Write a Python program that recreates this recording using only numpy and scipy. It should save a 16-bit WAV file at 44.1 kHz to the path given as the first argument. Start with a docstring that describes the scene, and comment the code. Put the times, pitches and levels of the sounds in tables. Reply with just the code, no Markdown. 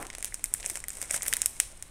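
"""A thin plastic sleeve is turned over in two hands above a wooden desk, under a phone.
A dull wash is strongest at first and soon sinks, as creases begin to snap over a low rumble.
Snaps then come thickly, with tiny crackles, swells of rustle and soft knocks of the contents;
a few last snaps stand further apart. Each snap is a step with ragged buckling, rustle is
coloured noise, knocks are fading sines, and desk, near objects and a small room echo them."""
import sys
import numpy as np
from scipy import signal
from scipy.fft import rfft, irfft
from scipy.io import wavfile
from scipy.ndimage import uniform_filter1d

SR = 44100
rng = np.random.default_rng(int(sys.argv[2]) if len(sys.argv) > 2 else 0)


def decibels_to_gain(level_db):
    """Convert a level in decibels to a linear amplitude gain (20 dB per decade)."""
    exponent = np.asarray(level_db, float) / 20
    return 10 ** exponent


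def transcribe(signal):
    """Save signal, clipped to [-1, 1], as a 16-bit WAV file at the path in sys.argv[1]."""
    frames = np.atleast_2d(signal).T
    limited = np.clip(frames, -1, 1)
    pcm = np.round(limited * 32767).astype(np.int16)
    wavfile.write(sys.argv[1], SR, pcm)


N = 83790


def curve(table, column=1):
    """Joins the points of a time table by straight lines."""
    points = np.array(table)
    return np.interp(np.arange(N) / SR, points[:, 0], points[:, column])


def on_hz(table, hz):
    """Joins the points of a spectrum on a log pitch axis."""
    points = np.array(table, float)
    return np.interp(np.log(hz + 1), np.log(points[:, 0]), points[:, 1])


def noise(table):
    """Noise of a given colour, rms 1."""
    spectrum = rfft(rng.standard_normal(N))
    x = irfft(spectrum * decibels_to_gain(on_hz(table, np.fft.rfftfreq(N, 1 / SR))), N)
    return x / x.std()


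def walk(rate_hz):
    """Random wander with about rate_hz new values a second, spread 1."""
    hold = int(SR / rate_hz)
    steps = np.repeat(rng.standard_normal(N // hold + 1), hold)
    x = uniform_filter1d(steps, hold)[:N]
    return x / x.std()


def split(x):
    """Parts below and above the top of the main treble resonance."""
    split_hz = 10800
    low = signal.sosfilt(signal.butter(4, split_hz, fs=SR, output="sos"), x)
    high = signal.sosfilt(signal.butter(4, split_hz, "high", fs=SR, output="sos"), x)
    return low, high


# Colour of the room tone. Each row: pitch in Hz, relative level in dB per Hz.
TONE_COLOUR = [(12, -0.5), (25, 1.5), (50, -3), (100, -11.5), (200, -18), (600, -25), (1500, -28.5),
               (4000, -31), (9000, -56), (15500, -46), (16200, -70)]


def room_tone():
    """Steady noise, strongest in the deep bass: the low rumble."""
    return decibels_to_gain(-50) * noise(TONE_COLOUR)


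# Loudness of the dull wash. Each row: time in seconds, level in dB.
WASH_LEVEL = [(0.0, -47), (0.052, -47), (0.21, -66), (0.364, -65.5), (0.956, -62.5), (1.28, -56.5),
              (1.434, -58.5), (1.602, -66), (1.9, -73)]
# Colour of the wash. Each row: pitch in Hz, relative level in dB per Hz.
WASH_TINT = [(60, -20), (220, 0), (1100, -2), (3000, -20), (8000, -45)]


def wash():
    """A dull mid-range noise, strongest at first, that wavers by 2.5 dB."""
    return noise(WASH_TINT) * decibels_to_gain(curve(WASH_LEVEL) + 2.5 * walk(29.98))


# Soft knocks of the contents. Each row: start in seconds, level in dB before its fade
# and soft onset, pitch in Hz.
SOFT_KNOCKS = [(0.063, -39, 263), (.716, -37, 334), (1.028, -37, 520), (1.11, -36.5, 650),
               (1.144, -38, 606), (1.143, -35, 337), (1.73, -45.5, 650)]


def knocks():
    """Short dull rings: sines with a soft onset and a quick fade."""
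    t60_s, onset_s = 0.022, 0.00088
    t = np.arange(N) / SR
    total = np.zeros(N)
    for start, db, hz in SOFT_KNOCKS:
        age = np.maximum(t - start, 0)
        fade = decibels_to_gain(db - 60 * age / t60_s)
        total += fade * (1 - np.exp(-age / onset_s)) * np.sin(2 * np.pi * hz * age)
    return total


# Colour that the film gives to snaps and rustle. Each row: pitch in Hz, relative level in dB.
FILM_COLOUR = [(150, -24.5), (300, -20.5), (650, -7), (1150, -15), (1700, -8), (2150, -3.5), (2900, -10.5),
               (3800, -11), (4500, -14.5), (5300, -6.5), (7400, -3), (8500, 3), (10200, -4), (11300, -12),
               (15000, -19.5), (17000, -48.5)]
# How the hands work the film, for rustle and crackles. Each row: time in seconds,
# base level in dB, extra dB for the top treble of the rustle.
HANDS = [(0, -55, 8), (.1, -60, -13), (.22, -59, -7), (.26, -51, -8), (.32, -58.5, 0), (.5, -58, -7),
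         (.65, -50.5, -6), (.69, -47, 8), (.78, -50.5, 2), (.87, -67, -4), (.895, -51.5, 3),
         (.95, -51.5, -2), (1.0, -54, 1), (1.09, -52.5, -10), (1.115, -42, 3), (1.15, -35.5, 1),
         (1.19, -48, -8), (1.22, -55, -3), (1.27, -44, 14), (1.35, -54, 2), (1.4, -50, -13),
         (1.5, -60.5, -12), (1.6, -52.5, -1), (1.75, -62.5, -9), (1.9, -65, 8)]
# Five pitches in Hz at which a snap may differ in colour; the fourth is the main treble.
TINT_HZ = (620, 2050, 3900, 7500, 13000)
TREBLE_FROM_HZ = TINT_HZ[3] * 2 / 3


def rustle():
    """Film-coloured noise that follows the hands and flickers both slowly and finely."""
    body_db = -1.5  # below the main treble the rustle is thinner than the snaps
    flicker_db, grain_db = 3, 4
    colour = [(hz, db + body_db * (hz < TREBLE_FROM_HZ)) for hz, db in FILM_COLOUR]
    body, top = split(noise(colour))
    level = curve(HANDS) + 0.5 + flicker_db * walk(120) + grain_db * walk(900)
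    return (body + top * decibels_to_gain(curve(HANDS, column=2))) * decibels_to_gain(level)


def crackles():
    """A rain of small snaps at random times; most are faint, a few stand out."""
    per_s, base_db, spread_db, tint_db = 420, 12, 3.5, 6
    chance = rng.random((2000, 2))
    times = np.cumsum(-np.log(chance[:, 0])) / per_s
    keep = times < N / SR
    times = times[keep]
    hands = curve(HANDS)[(times * SR).astype(int)]
    db = hands + base_db - spread_db * np.log(chance[keep, 1] + 1 / 40)
    return snaps(times, db, tint_db * rng.standard_normal((len(times), 4)))


def snaps(times, db, tints_db):
    """A step and ragged buckling, coloured by the film, with a bounce off the desk.
    Returns the sound heard near and the sound sent all round."""
    size = 512  # samples per snap
    buckle_s, buckle_share = 0.00032, 0.54  # buckling that trails the first step
    desk_s, desk_db = 0.000681, -6.5
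    count = len(times)
    hz, t = np.fft.rfftfreq(size, 1 / SR), np.arange(size) / SR

    # each patch of film rings a little differently
    patch = 1 + 0.04 * rng.standard_normal((count, 1))
    # no tint in the main treble, to which the levels refer
    tints = [np.interp(np.log(hz + 1), np.log(TINT_HZ), np.insert(row, 3, 0)) for row in tints_db]
    gain_db = on_hz(FILM_COLOUR, hz * patch) + np.array(tints)
    # folding the cepstrum makes the colour causal: nothing sounds before the step
    cepstrum = irfft(gain_db * np.log(10) / 20, size)
    cepstrum[:, 1:size // 2] *= 2
    cepstrum[:, size // 2 + 1:] = 0
    film = np.exp(rfft(cepstrum))

    push = buckle_share * rng.standard_normal((count, size)) * np.exp(-t / buckle_s)
    push[:, 0] += 1
    lag = desk_s * (1 + 0.2 * rng.standard_normal((count, 1)))
    ragged = rfft(push) * (1 + decibels_to_gain(desk_db) * np.exp(-2j * np.pi * hz * lag))
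    # keep the fine raggedness, level out the broad colour
    ragged = ragged / np.sqrt(uniform_filter1d(abs(ragged) ** 2, size=11))
    smooth = np.ones_like(ragged)  # all round, the raggedness averages out
    spectra = np.array([ragged, smooth]) * film

    treble = (hz > TREBLE_FROM_HZ) & (hz < TINT_HZ[3] * 7 / 5)
    energy = 2 / size * np.sum(abs(spectra[..., treble]) ** 2, axis=2)
    spectra *= (decibels_to_gain(db) / np.sqrt(energy))[..., None]
    waves = irfft(spectra, size) * (t < t[-1] * 3 / 4)
    first = np.clip((times * SR).astype(int), 0, N - 1)
    where = (first[:, None] + np.arange(size)).ravel()
    return np.array([np.bincount(where, w.ravel(), N + size)[:N] for w in waves])


# Crease snaps. Each row: start in seconds, energy in the main treble in dB, then four tints
# in dB against the film colour, at the first, second, third and fifth pitch of TINT_HZ.
CREASES = [(0.0015, -27, 3, -1, -9, 9), (0.0231, -24, 4, 5, 8, 4), (0.0271, -15.5, 9, 13.5, -12, 8),
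           (0.0527, -26, 18, 10, 2, -10), (0.068, -17, 0, -4, 5, -1), (0.102, -17, 3, 10, 4, -17),
           (0.1305, -23.5, 11, 6, 5, -6), (0.1383, -30, 19, 14, 14, -8), (0.1508, -14, 4, 4.5, 3, -7),
           (0.1836, -15.5, 11.5, 0, -1, 1.5), (0.2074, -21, 9, 2, -4, -7), (0.2269, -9, -7, 1.5, 1.5, 4),
           (0.2457, -4, 0, -4, 3, -1), (0.2554, -13, -16, -3, -11, 9), (0.2789, -24, 0, 7, 1, -7),
           (0.3236, -37, 20, 29, -1, -3), (0.3431, -5.5, -6, -8, -10, -7), (0.3945, -26.5, 9, 4, 0, -10),
           (0.4415, 0.5, -17, -1, -15, 6.5), (0.4577, -16.5, -6, -1, 6, 9),
           (0.539, 3.5, -10, -11.5, -16.5, 5.5), (0.5476, -22, 9, 14, 4, -2),
           (0.6003, -21.5, 13.5, 4.5, 6, 1), (0.6045, -17, 4.5, -17, -7, -19), (0.6078, -21, -11, 1, 0, -1),
           (0.6293, -23, 10, 14.5, 16, -5), (0.6442, -27, 22, 20, 12, -1), (0.657, -19, 3, -11, -2, -2),
           (0.6613, -1.5, -33, -5, -11.5, -13), (0.6658, -25, 17, -18, -4, -11),
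           (0.676, -20, -7, -10, -10, 18), (0.6994, -5, 6, -7.5, -2, 5), (0.7039, -14, 7, 4.5, 2, 5),
           (0.7442, -24, -10, -6, 1, -3), (0.7561, -9, 4, 4.5, 4.5, 3), (0.7604, -20, -2, 4, 5, -2),
           (0.7725, -11, 3.5, -1, -20, -17), (0.803, -16.5, -16, -3, -2, -2),
           (0.8402, -13.5, -3.5, 10, -7, -3), (0.8836, -8.5, 1.5, 1, -2.5, 20.5),
           (0.893, -16, -12, -7, -1, 3), (0.904, -10.5, -12, -3, -12.5, -20), (0.9317, -24, -5, -7, -15, 9),
           (0.939, -24, 2, -10, -5, -1), (0.954, -20, -6, -4, 2, -3), (1.0157, -6.5, -16, 0.5, -23, -4),
           (1.0188, -18, 8, -1, 6, 7), (1.024, -18, 11, -35, -10, 17), (1.0274, -10, 3, 1, 0, 5),
           (1.039, -21, 4, 7, -4, 11), (1.0463, -22, 8, 8, -8, 1), (1.0572, -27, -2, 9, 1, -4),
           (1.0896, -38, 10, 17, 16, 4), (1.0969, -23, -2, 14, -5, 1), (1.107, -14.5, -12, 16, -8, -12),
           (1.11, -0.5, -1.5, -7.5, -8.5, -4), (1.1426, -6.5, 9.5, 2, -15, 0), (1.1432, -8.5, 6, 9, -9, -4),
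           (1.1621, -7, -3, -16, -8, -6), (1.1658, -15.5, 19.5, -1, 10, 14), (1.1772, -13, -4, 4, -1, -6),
           (1.1857, -31.5, 25, 12, 0, 8), (1.2093, -35.5, 21, 33, 10, 7), (1.2219, -6, -19, -14, -4.5, -22),
           (1.2264, -18, -14, -16, 9, 3), (1.231, -9, 10, 4, -7, 16), (1.234, -16, -4, 4, -14, -4),
           (1.2403, -20, 2, 8, -16, 0), (1.2542, -22.5, 12, 13, 11, 2), (1.2613, -23, 20, 24, 7, 20),
           (1.2652, -9.5, -4, 7.5, 0, 1), (1.2818, 0, -1.5, -4.5, -2, 13), (1.292, -20, -4, 3, -1, 0),
           (1.309, -25, 4, -5, -10, -1), (1.3277, -5, -1, 16.5, 5, 9.5), (1.3368, 2.5, -6.5, -0.5, 7, 5),
           (1.355, -22, -10, 11, 1, -2), (1.3679, -2.5, -9.5, 1.5, -5, 9.5), (1.4182, 3.5, -9, -10, -5, -1),
           (1.4309, -23, -12, 22, 6, 5), (1.4596, 5.5, -14, -4.5, -1.5, 10.5),
           (1.6009, 7, -5.5, -0.5, 1.5, 1.5), (1.6345, -25, -3, -7, 16, 10),
           (1.8253, -10.5, -6, -5, -2, -2.5)]


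def creases():
    """The big snaps, as creases jump through one by one."""
    rows = np.array(CREASES, float)
    return snaps(rows[:, 0], rows[:, 1], rows[:, 2:])


def sleeve():
    """All sounds of the sleeve and its contents, as heard near and as sent all round."""
    return creases() + crackles() + knocks() + rustle()


# Echoes off nearby surfaces. Each row: delay in seconds, level in dB.
NEAR_ECHOES = [(.0043, -17), (.0087, -19.5), (.0115, -26)]
# Colour of the diffuse tail, fuller in the middle. Each row: pitch in Hz, relative level in dB.
TAIL_COLOUR = [(400, 3), (1200, 3), (2100, 0), (3200, 6), (4500, 5), (6500, 1), (9000, 0), (14000, 0)]


def room(near, around):
    """Adds a few smeared early echoes and a diffuse tail of fading noise."""
    tail_db, t60_s, treble_t60_s = -15.5, 0.37, 0.33
    build_up_s, smear_s = 0.0023, 0.00023
    t = np.arange(SR // 2) / SR
    low, high = split(rng.standard_normal(len(t)))
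    tail = low * decibels_to_gain(-60 * t / t60_s) + high * decibels_to_gain(-60 * t / treble_t60_s)
    tail *= 1 - np.exp(-(t / build_up_s) ** 2)
    colour = decibels_to_gain(on_hz(TAIL_COLOUR, np.fft.rfftfreq(len(t), 1 / SR)))
    tail = irfft(rfft(tail) * colour, len(t))
    response = tail * decibels_to_gain(tail_db) / np.sqrt(np.sum(tail ** 2))
    for delay, db in NEAR_ECHOES:
        burst = rng.standard_normal(len(t)) * (t > delay) * np.exp(-abs(t - delay) / smear_s)
        response += decibels_to_gain(db) * burst / np.sqrt(np.sum(burst ** 2))
    return near + signal.fftconvolve(around, response)[:N]


def scene():
    """The sleeve in the room, over the wash and the room tone."""
    near, around = sleeve()
    return (room_tone() + wash() + room(near, around))[None]


def band_limit(x):
    """A steep low-pass at the top of the band."""
    return signal.sosfilt(signal.butter(12, 16990, fs=SR, output="sos"), x)


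def record(dry):
    """The phone rounds the highest peaks and cuts the top treble."""
    ceiling, top_hz = 0.95, 16250
    soft = dry / (1 + (abs(dry) / ceiling) ** 4) ** (1 / 4)
    top_cut = signal.ellip(8, 0.3, 60, top_hz, fs=SR, output="sos")
    mix = signal.sosfilt(top_cut, soft)
    return band_limit(mix)


dry = scene()
out = record(dry)
transcribe(out)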